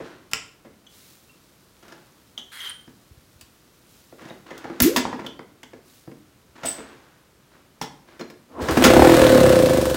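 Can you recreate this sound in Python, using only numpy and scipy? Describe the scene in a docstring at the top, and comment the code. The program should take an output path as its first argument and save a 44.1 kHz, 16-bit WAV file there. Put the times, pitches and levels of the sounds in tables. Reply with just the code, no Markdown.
"""A garage with a concrete floor and bare walls: a small old single-cylinder motorcycle is kick-started, heard
from the seat. Still air and clothes are shaped noise; knocks, clinks and bumps are short forces ringing modes.
The lever is swung out with a squeak; a first kick only gulps air, a gliding tone under hiss and two thin high
whistles, and the lever slams back. After more clunks a second kick spins the engine up: pulses timed by the crank
ring exhaust, air box and valve gear. It fires for a moment, then coasts down with its air box booming."""
import sys
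import numpy as np
from scipy import signal
from scipy.fft import rfft, irfft, next_fast_len
from scipy.io import wavfile

SR = 44100
rng = np.random.default_rng(int(sys.argv[2]) if len(sys.argv) > 2 else 0)


def transcribe(signal):
    """Save signal, clipped to [-1, 1], as a 16-bit WAV file at the path in sys.argv[1]."""
    frames = np.atleast_2d(signal).T
    limited = np.clip(frames, -1, 1)
    pcm = np.round(limited * 32767).astype(np.int16)
    wavfile.write(sys.argv[1], SR, pcm)


N = 439236
T = np.arange(N) / SR  # s

# Layer levels in the tables and settings stand ahead of the trims in the functions.
# still air of the garage, its spectrum: f/Hz, relative level/dB
AIR_SPECTRUM = [(18, -38), (30, -2.5), (126, -0.5), (359, -3.5), (399, -7), (479, -6.5), (673, -11),
                (747, -12.5), (1110, -11.5), (1400, -12), (1680, -15), (15500, -28)]
AIR_DB = -57.5
# rubbing cloth, its spectrum: f/Hz, relative level/dB
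CLOTH_SPECTRUM = [(200, 4.5), (700, -11), (2000, -5), (4000, 0.5), (8000, -3.5), (15000, -5)]
# movements of the rider's clothes: start t/s, length t/s, level/dB
RUSTLES = [(.88, 0.24, -44), (1.2, 3.2, -58), (3.85, 0.15, -52.5), (5.82, 0.17, -48.5)]
RUSTLE_ATTACK_S, RUSTLE_FADE_DB_PER_S, RUSTLE_REST_DB = 0.072, 98.5, -58
# reverberation of the garage: f/Hz, time to fall by 60 dB t/s
GARAGE_DECAY = [(100, 0.61), (350, 0.63), (1000, 0.41), (3000, 0.41), (7000, 0.35), (15000, 0.083)]

# soft bumps against the seat: t/s, level/dB
BUMPS = [(3.109, -38), (3.17, -41), (3.354, -42), (3.425, -45), (4.813, -16), (6.49, -51), (8.619, -22),
         (8.711, -19)]
# modes of the seat: f/Hz, width f/Hz, relative level/dB
SEAT_MODES = [(72, 30, -2), (128, 35, -7)]
BUMP_LENGTH_S = .003  # sets the strength of the push

# sole and gears scrape while the lever is pushed: start t/s, length t/s, level/dB
SCRAPES = [(0, 0.07, -40.5), (1.82, 0.14, -48.5), (4.18, .11, -43.5), (4.46, 0.75, -43),
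           (6.55, 0.34, -43.5), (6.95, 0.21, -60.5), (7.51, 0.042, -53), (8.07, 0.075, -48.5),
           (8.51, .09, -52), (8.6, 0.11, -31.5)]
# scraping, its spectrum: f/Hz, relative level/dB
SCRAPE_SPECTRUM = [(200, -11.5), (300, 5), (500, -3.5), (900, -3), (1500, -2.5), (2200, -9.5), (3500, -13),
                   (7000, -23), (15000, -44.5)]
SCRAPE_ATTACK_S, SCRAPE_FADE_DB_PER_S = 0.0083, 94

# small parts that ring on after a knock, and two thin high whistles in the gulp's hiss at 4.82 s:
# t/s, f/Hz, width f/Hz, starting level at 25 Hz width/dB
PINGS_AND_WHISTLES = [(.334, 1050, 15, -37), (.334, 1430, 220, -38), (.334, 2200, 300, -25),
                      (.334, 5400, 280, -24.5), (.334, 7520, 24, -41), (1.295, 2720, 25, -49),
                      (3.412, 4650, 38, -49), (2.66, 3200, 16, -31), (2.695, 9300, 54, -30.5),
                      (4.30, 3750, 75, -42.5), (4.655, 805, 160, -29.5), (4.82, 11300, 69, -14),
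                      (4.82, 15480, 100, -9), (4.961, 1020, 64, -17), (5.264, 3470, 70, -33),
                      (6.076, 295, 44, -44), (6.648, 665, 57, -23), (6.66, 3500, 16, -42),
                      (6.66, 322, 16, -32), (7.815, 887, 160, -22.5), (7.815, 3420, 20, -40),
                      (7.815, 5350, 39, -39), (7.815, 5590, 140, -32), (8.212, 4150, 30, -39)]
# knocks of lever, gears and frame: t/s, level/dB, hardness/dB, chatter time t/s
KNOCKS = [(.001, -41.5, -12, 0.01), (.313, -43.5, 4.5, 0.0072), (.334, -23, 6.5, 0.0015),
          (.644, -53, -7, 0.026), (1.826, -54, 1, 0.008), (1.88, -48.5, 1, 0.0092), (1.921, -42, -1, .006),
          (2.378, -44, 1.5, 0.012), (2.876, -45.5, -4.5, 0.0032), (3.41, -53, 9, .0063),
          (4.125, -50.5, -15.5, 0.002), (4.219, -45, -7, 0.0057), (4.252, -44.5, -4, 0.014),
          (4.285, -45, 0, .005), (4.306, -38.5, -11, 0.0029), (4.505, -37.5, -5, 0.015),
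          (4.577, -48.5, 6.5, 0.007), (4.641, -36.5, -3.5, 0.0082), (4.699, -44.5, -19.5, 0.0044),
          (4.802, -16, 3, 0.0032), (4.961, -18.5, 3.5, 0.015), (5.264, -35.5, 2, 0.0041),
          (5.392, -36, -5.5, 0.0024), (5.631, -37, 0.5, 0.0039), (5.732, -43.5, -6, 0.0059),
          (6.075, -52, -16, 0.0093), (6.114, -47.5, -4, 0.0051), (6.632, -32, -2, 0.015),
          (6.65, -40, 7, 0.045), (6.78, -40.5, -5.5, 0.018), (7.812, -33, 2.5, 0.018),
          (8.193, -38.5, -1, 0.015), (8.21, -33.5, -3, 0.004), (8.3, -43, 1.5, 0.0056),
          (8.617, -37, -13, .005), (8.683, -22, -3.5, 0.019), (8.768, -20.5, -6.5, 0.0077),
          (8.838, -14.5, 4, 0.019), (8.846, -11.5, -0.5, 0.011)]
# split of a knock over frame, crankcase, steel, tick: share at no hardness/dB, gain per dB of hardness/dB
KNOCK_SHARES = [(-1, -1), (-3.5, 0), (-7, 1.34), (-15.5, 2.55)]
# modes of frame, crankcase, small steel parts and tick: f/Hz, width f/Hz, relative level/dB
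FRAME_MODES = [(114, 41, -13), (225.4, 33, -4), (271, 66, -1), (362, 158, -3.5), (437, 34, -5),
               (574, 430, -5)]
CASE_MODES = [(680, 120, -7), (850, 100, -7), (980, 90, -4), (1100, 110, -5), (1300, 130, -3),
              (1450, 120, -5), (1680, 160, -3), (2150, 350, -2)]
STEEL_MODES = [(2690, 830, -0.5), (3770, 580, -2), (4170, 340, -5.5), (5070, 830, -1.5), (5810, 250, -5.5),
               (6620, 460, -7)]
TICK_MODES = [(7650, 330, -2), (8300, 6400, 3.5), (12200, 4000, 0.5), (15200, 1100, -4.5)]
# the lever slams against its stop and rebounds, each flight shorter by the same factor
SLAM_S, FIRST_FLIGHT_S, RESTITUTION = 4.961, .092, .83
REBOUND_DB, REBOUND_LOSS_DB, REBOUND_HARDNESS_DB, REBOUND_CHATTER_S = -34.5, 1.5, -5, 0.01
STOP_HZ, STOP_WIDTH_HZ, STOP_DB, STOP_LOSS_DB = 940, 180, -18.5, 5.5

# blows on the free kick lever: t/s, level/dB
LEVER_TAPS = [(.866, -44.5), (2.377, -28.5), (2.39, -36), (2.604, -32.5), (2.652, -33.5), (2.671, -36),
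              (3.412, -56), (4.30, -53), (5.264, -38), (5.633, -41)]
# zings of the return spring: t/s, level/dB
SPRING_TAPS = [(6.657, -24.5), (6.669, -20), (6.685, -21), (6.708, -30)]
# modes of lever, return spring and squeaking pivot: f/Hz, width f/Hz, relative level/dB
LEVER_MODES = [(2910, 130, 0.5), (3163, 100, 4), (3190, 51, -10), (3350, 92, 4.5), (4960, 120, -20),
               (6100, 350, -6.5)]
SPRING_MODES = [(7990, 47, 5), (8260, 24, -1), (8366, 18, -2), (8700, 34, -2)]
SQUEAK_MODES = [(3180, 140, 0)]
# the hand swings the lever out on its dry pivot: start t/s, length t/s, level/dB
PIVOT = [(2.513, 0.19, -34.5)]
# grinding pivot, its spectrum: f/Hz, relative level/dB
PIVOT_SPECTRUM = [(400, -49), (900, -6), (1400, 1), (2000, 4), (2600, -6), (4000, -2), (6000, -15),
                  (9500, -9), (12000, -10.5), (15000, -16)]
PIVOT_ATTACK_S, PIVOT_FADE_DB_PER_S = .012, 900
SQUEAK_HZ, SQUEAK_SAG_HZ_PER_S, SQUEAK_SWAY_HZ = 3320, 1100, 32  # the sway is rms

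# one gulp of air through the carburettor: t/s, pitch f/Hz, tone level/dB, hiss level/dB
GULP = [(4.802, 277.3, -41.5, -10.5), (4.813, 246, -15.5, -32), (4.831, 235, -18, -18),
        (4.846, 268, -14, -23.5), (4.868, 325, -14, -26), (4.89, 405, -17, -30.5),
        (4.91, 477, -29.5, -35.5), (4.935, 570, -38, -41), (4.958, 590, -37, -40.5)]
# hiss of the gulp, its spectrum: f/Hz, relative level/dB
GULP_SPECTRUM = [(300, 0), (1000, -11.5), (1800, -2), (3300, -3), (6500, -2), (9000, -8.5), (11300, -6),
                 (13500, -1.5), (15500, -15.5)]
# the engine starts to turn over and draws air: t/s, level/dB
DRAW = [(8.49, -58.5), (8.6, -28), (8.75, -34), (8.82, -19.5)]
# modes of the intake tract: f/Hz, width f/Hz, relative level/dB
INTAKE_MODES = [(81, 16, -8), (258, 32, 4.5), (510, 87, 3), (640, 82, 2), (1030, 360, 2.5),
                (1400, 200, -27)]

# crank speed: t/s, turns per second f/Hz
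CRANK = [(8.5, 8.18), (8.62, 8.73), (8.71, 13.54), (8.83, 22.17), (8.95, 33.14), (9.08, 42.35),
         (9.2, 40.47), (9.4, 34.87), (9.6, 29.39), (9.8, 24.47), (9.96, 21.06)]
# modes of exhaust, its bark, air box and valve gear: f/Hz, width f/Hz, relative level/dB
EXHAUST_MODES = [(72, 9.6, -6.5), (112, 110, -13), (247, 70, -2), (315, 63, 7.5), (395, 320, -2),
                 (530, 39, -16), (660, 36, -13.5), (794, 94, -32), (953, 150, -9)]
BARK_MODES = [(693, 210, 0), (950, 250, -2), (1450, 140, -20)]
AIR_BOX_MODES = [(76, 22, -12), (120, 24, -11), (515, 17, 0), (640, 90, -20)]
VALVE_GEAR_MODES = [(1030, 230, 3.5), (1326, 85, -2), (1487, 55, -4.5), (1720, 75, -3.5), (2680, 640, -8),
                    (3720, 220, -10.5), (8700, 2000, -11.5)]
# rough metal clatter and gas hiss, their spectra: f/Hz, relative level/dB
CLATTER_SPECTRUM = [(500, 1.5), (850, -20), (1050, -11), (1450, -5.5), (2000, -6.5), (3000, -12),
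                    (4200, -16), (6000, -38), (12000, -38)]
GAS_SPECTRUM = [(1500, -4), (4000, 2), (6500, -2), (9000, -1), (10500, -6), (13500, -5.5), (16000, -6)]
# each engine voice: its level at top speed, and what it loses when the speed halves (dB)
EXHAUST_DB, EXHAUST_DROP_DB = -16.5, 9.5
CLATTER_DB, CLATTER_DROP_DB = -19.5, 14
HISS_DB, HISS_DROP_DB = -27.5, 6.5
# the air box booms best at one crank speed and loses the last figure one octave away
BOOM_DB, BOOM_BEST_TURNS_PER_S, BOOM_DETUNE_DB = -11, 36.1, 23.5
GAS_ROUGHNESS, BARK_DB = .33, -2.5
# the kick takes hold of the crank
ENGAGE_S, ENGAGE_RISE_S = 8.58, 0.059
# the kick loads the gears: start t/s, length t/s, extra clatter level/dB
KICK = [(8.67, .22, 12)]
# the engine fires for a moment: start t/s, length t/s, extra exhaust level/dB
FIRING = [(8.662, .36, 8.5)]
LOAD_ATTACK_S, LOAD_FADE_DB_PER_S = 0.061, 135
KICK_HISS_SHARE, FIRING_BOOM_SHARE = 0.31, 0.23  # the load also lifts the hiss; firing weakens the boom

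PIPES_ECHO_DB = -13
TOP_HZ = 15900


def amp(db):
    """Decibels to gain."""
    return 10 ** (np.asarray(db) / 20)


def unit(x):
    """Scale to rms 1."""
    return x / np.sqrt(np.mean(x ** 2))


def noise():
    """White noise as long as the scene."""
    return rng.standard_normal(N)


def fader(rows, axis=1):
    """Gain drawn through the dB column of a curve, silent outside it."""
    rows = np.array(rows)
    return amp(np.interp(T, rows[:, 0], rows[:, axis], left=-200, right=-200))


def swell(start, length, attack, fade_db_per_s):
    """Envelope 0-1: rise, hold until the length is over, die away."""
    rise = np.clip((T - start) / attack, 0, 1)
    return rise * amp(-fade_db_per_s * np.maximum(T - start - length, 0))


def swells(rows, attack, fade_db_per_s):
    """Summed gain of a table of movements (start, length, dB)."""
    return sum(amp(db) * swell(start, length, attack, fade_db_per_s) for start, length, db in rows)


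def colour(x, points):
    """Shape x with a spectrum drawn over log frequency; rms 1."""
    hz, db = np.transpose(points)
    size = next_fast_len(len(x))
    f = np.maximum(np.fft.rfftfreq(size, 1 / SR), 1)
    gain = amp(np.interp(np.log(f), np.log(hz), db))
    return unit(irfft(rfft(x, size) * gain, size)[:len(x)])


def grit(spread_db):
    """Noise made of tiny slips of uneven size."""
    size = 24  # samples in a slip
    slip_gains = amp(spread_db * rng.standard_normal(N // size + 1))
    return noise() * np.repeat(slip_gains, size)[:N]


def decaying_sine(hz, width):
    """One damped mode, a third of a second long: the wider its resonance, the sooner it dies."""
    t = T[:SR // 3]
    return np.exp(-np.pi * width * t) * np.sin(2 * np.pi * hz * t)


def ring(x, modes):
    """Pass x through damped modes; each dB is that mode's share of the energy."""
    body = sum((-1) ** k * amp(db) * np.sqrt(width) * decaying_sine(hz, width)
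               for k, (hz, width, db) in enumerate(modes))
    return signal.oaconvolve(x, body / np.linalg.norm(body))[:N]


def add(track, s, sound):
    """Mix a sound into a track at time s."""
    i = max(int(s * SR), 0)
    track[i:i + len(sound)] += sound[:max(N - i, 0)]


def blows(times, levels_db, chatters, spread_db=3.0):
    """Contact force: noise that rises fast as the parts meet, then chatters and settles."""
    force, t = np.zeros(N), T[:SR // 5]
    for s, db, chatter in zip(times, levels_db, chatters):
        unevenness = np.repeat(rng.standard_normal(len(t) // 30), 30)
        burst = rng.standard_normal(len(t)) * amp(spread_db * unevenness)
        burst *= np.exp(-t / chatter) * (1 - np.exp(-t / (0.082 * chatter)))
        strength = amp(db) * np.sqrt(SR * (chatter + 0.0014))  # longer chatter carries more energy
        add(force, s, burst / np.linalg.norm(burst) * strength)
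    return force


def strike(taps, modes, chatter):
    """Ring one part with a table of taps."""
    times, levels = np.transpose(taps)
    return ring(blows(times, levels, np.full(len(times), chatter)), modes)


def background():
    """Still air in the garage and the rider's clothes, rubbing harder as they move."""
    air = colour(noise(), AIR_SPECTRUM) * amp(AIR_DB)
    moving = amp(RUSTLE_REST_DB) + swells(RUSTLES, RUSTLE_ATTACK_S, RUSTLE_FADE_DB_PER_S)
    return air + amp(-10.0) * colour(grit(spread_db=2.5), CLOTH_SPECTRUM) * moving


def garage(x):
    """Diffuse echo of bare walls: bands of decaying noise, of which the treble dies first."""
    t, tail = T[:SR], 0
    hz, t60 = np.transpose(GARAGE_DECAY)
    edges = np.geomspace(40, 18000, 10)
    for lo, hi in zip(edges, edges[1:]):
        band_filter = signal.butter(2, [lo, hi], "band", fs=SR, output="sos")
        band = signal.sosfilt(band_filter, rng.standard_normal(SR))
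        band_t60 = np.interp(np.log(lo * hi) / 2, np.log(hz), t60)
        tail = tail + band * np.exp(-np.log(1000) * t / band_t60)
    tail = tail * np.clip((t - .003) / 0.0034, 0, 1)  # a short gap before the first echoes
    return signal.oaconvolve(x, tail / np.linalg.norm(tail))[:N]


def bumps():
    """Each bump is a single soft push that rocks the seat."""
    pushes = np.zeros(N)
    for s, db in BUMPS:
        add(pushes, s, np.array([amp(db) * np.sqrt(SR * BUMP_LENGTH_S)]))
    return ring(pushes, SEAT_MODES)


def scrapes():
    """Sole and gears rub and catch; random slips also ring the crankcase."""
    slips = (rng.random(N) < 90 / SR) * amp(2.3 * noise())  # about 90 a second
    rub = colour(grit(spread_db=4.5), SCRAPE_SPECTRUM) + amp(-14.0) * unit(ring(slips, CASE_MODES))
    return amp(-5.0) * rub * swells(SCRAPES, SCRAPE_ATTACK_S, SCRAPE_FADE_DB_PER_S)


def pings_and_whistles(rows):
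    """Ringing parts and thin whistles: each row is one decaying sine at a pitch of its own."""
    track = np.zeros(N)
    for s, hz, width, db in rows:
        add(track, s, amp(db) * np.sqrt(width / 25) * decaying_sine(hz, width))
    return track


def rebounds(count=4):
    """The lever bounces on its stop, ever sooner and weaker; returns its knocks and its pings."""
    n = np.arange(count)
    times = SLAM_S + np.cumsum(FIRST_FLIGHT_S * RESTITUTION ** n)
    hits = [(s, REBOUND_DB - k * REBOUND_LOSS_DB, REBOUND_HARDNESS_DB, REBOUND_CHATTER_S)
            for k, s in zip(n, times)]
    rings = [(s, STOP_HZ, STOP_WIDTH_HZ, STOP_DB - k * STOP_LOSS_DB) for k, s in zip(n, times)]
    return hits, rings


def knocks(rows):
    """Soft knocks shake the frame and crankcase; harder ones reach the small steel parts."""
    s, db, hardness, chatter = np.transpose(rows)
    bodies = (FRAME_MODES, CASE_MODES, STEEL_MODES, TICK_MODES)
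    return sum(ring(blows(s, db + share + gain * hardness, chatter), modes)
               for (share, gain), modes in zip(KNOCK_SHARES, bodies))


def lever():
    """The lever clinks, grinds and squeaks on its dry pivot, and its return spring zings."""
    press = swells(PIVOT, PIVOT_ATTACK_S, PIVOT_FADE_DB_PER_S)
    start, length = PIVOT[0][:2]
    # the squeak gathers and sags as the lever swings out
    sway = colour(noise(), [(10, -2.5), (80, -4), (300, -37.5)])
    hz = SQUEAK_HZ - SQUEAK_SAG_HZ_PER_S * np.clip(T - start, 0, 1) + SQUEAK_SWAY_HZ * sway
    whine = np.sin(2 * np.pi * np.cumsum(hz) / SR)
    travel = np.clip((T - start) / length, 0, 1)
    squeak = (whine + 0.37 * unit(ring(noise(), SQUEAK_MODES))) * press * travel
    grind = colour(grit(spread_db=4), PIVOT_SPECTRUM) * press
    clinks = strike(LEVER_TAPS, LEVER_MODES, chatter=0.005)
    zings = strike(SPRING_TAPS, SPRING_MODES, chatter=0.0018)
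    return amp(-7.5) * grind + amp(0.5) * squeak + clinks + zings


def gulp():
    """The piston draws once: the air resonance dips, then glides upward, under a sharp hiss."""
    s, hz = np.transpose(GULP)[:2]
    phase = 2 * np.pi * np.cumsum(np.interp(T, s, hz)) / SR
    flutter = colour(noise(), [(20, 1), (120, -1.5), (400, -53.5)])
    tone = np.sqrt(2) * np.sin(phase) * (1 + 0.41 * flutter)
    hiss = colour(noise(), GULP_SPECTRUM)
    return tone * fader(GULP, axis=2) + hiss * fader(GULP, axis=3)


def draw():
    """Air rushing into the turning engine: noise rings the intake tract."""
    return unit(ring(noise(), INTAKE_MODES)) * fader(DRAW)


def strokes(turns, speed, lag, scatter_db, uneven_db):
    """One pulse a turn at a crank angle (lag, in turns), alternately strong and weak; mean power near 1."""
    at = np.flatnonzero(np.diff(np.floor(turns - lag)) > 0)
    pulses = np.zeros(N)
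    db = scatter_db * rng.standard_normal(len(at)) + uneven_db * (-1) ** np.arange(len(at))
    pulses[at] = amp(db) * np.sqrt(SR / speed[at])
    return pulses


def air_box(turns, speed):
    """A third of a turn after the exhaust opens, one push and pull of air sets the box ringing."""
    slaps = strokes(turns, speed, lag=.34, scatter_db=.5, uneven_db=.5)
    u = (T[:SR // 200] - .0012) / .00047
    push_pull = -u * np.exp(-u ** 2 / 2)
    slap = signal.oaconvolve(slaps, push_pull / np.linalg.norm(push_pull))[:N]
    return .55 * slap + .9 * ring(slaps, AIR_BOX_MODES)


def engine_gains(speed):
    """Gains of exhaust, air box, clatter and hiss follow the speed; firing and the kick's load shift them."""
    halvings = np.log2(speed.max() / speed)
    detune = np.log2(speed / BOOM_BEST_TURNS_PER_S)  # octaves
    engaged = np.clip((T - ENGAGE_S) / ENGAGE_RISE_S, 0, 1)
    kick_db, firing_db = (sum(db * swell(s, length, LOAD_ATTACK_S, LOAD_FADE_DB_PER_S)
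                              for s, length, db in rows) for rows in (KICK, FIRING))
    exhaust_db = EXHAUST_DB - EXHAUST_DROP_DB * halvings + firing_db
    boom_db = BOOM_DB - BOOM_DETUNE_DB * detune ** 2 - FIRING_BOOM_SHARE * firing_db
    clatter_db = CLATTER_DB - CLATTER_DROP_DB * halvings + kick_db
    hiss_db = HISS_DB - HISS_DROP_DB * halvings + KICK_HISS_SHARE * kick_db
    return engaged * amp([exhaust_db, boom_db, clatter_db, hiss_db])


def engine():
    """Every turn gives an exhaust puff, a slap in the air box and a clatter of metal."""
    speed = np.interp(T, *np.transpose(CRANK))
    turns = np.cumsum(speed * (T > CRANK[0][0])) / SR
    exhaust_gain, boom_gain, clatter_gain, hiss_gain = engine_gains(speed)

    since = (turns % 1) / speed  # seconds since the exhaust opened
    puff = np.exp(-since / .008) * np.sqrt(2 / (.008 * np.maximum(speed, 20)))
    pulses = strokes(turns, speed, lag=0, scatter_db=1.4, uneven_db=0)
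    gas_flow = pulses + GAS_ROUGHNESS * puff * noise()
    # a strong firing steepens the pressure front, so the pipe barks
    bark_gain = exhaust_gain ** 2 / exhaust_gain.max()
    bark = amp(BARK_DB) * ring(gas_flow, BARK_MODES) * bark_gain
    exhaust = amp(-2.5) * ring(gas_flow, EXHAUST_MODES) * exhaust_gain + bark
    boom = amp(-3) * air_box(turns, speed) * boom_gain

    taps = sum(strokes(turns, speed, lag=angle, scatter_db=3, uneven_db=1) for angle in (.03, .2, .8))
    rough = colour(grit(spread_db=4), CLATTER_SPECTRUM) * (.45 + .6 * puff)
    clatter = amp(-2.0) * (rough + .4 * ring(taps, VALVE_GEAR_MODES)) * clatter_gain
    hiss = colour(grit(spread_db=0.5), GAS_SPECTRUM) * (0.59 + 0.48 * puff) * hiss_gain
    return exhaust + boom, clatter + hiss


def scene():
    """All parts of the motorcycle sound into the same room."""
    hits, rings = rebounds()
    metal = knocks(KNOCKS + hits) + lever() + scrapes()
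    metal_and_whistles = metal + pings_and_whistles(PINGS_AND_WHISTLES + rings)
    air = gulp() + draw()
    pipes, rattle = engine()
    sent = amp(-7.0) * metal_and_whistles + amp(-15.5) * air + amp(PIPES_ECHO_DB) * pipes + amp(-8) * rattle
    return (metal_and_whistles + air + pipes + rattle + bumps() + garage(sent) + background())[None]


def record(dry):
    """Drop the deepest bass, round off the loudest peaks and cut the top."""
    order = 6  # the higher, the harder the knee
    dry = signal.sosfilt(signal.butter(4, 42, "high", fs=SR, output="sos"), dry)
    rounded = dry / (1 + dry ** order) ** (1 / order)
    return signal.sosfilt(signal.ellip(10, .2, 80, TOP_HZ, fs=SR, output="sos"), rounded)


dry = scene()
out = record(dry)
transcribe(out)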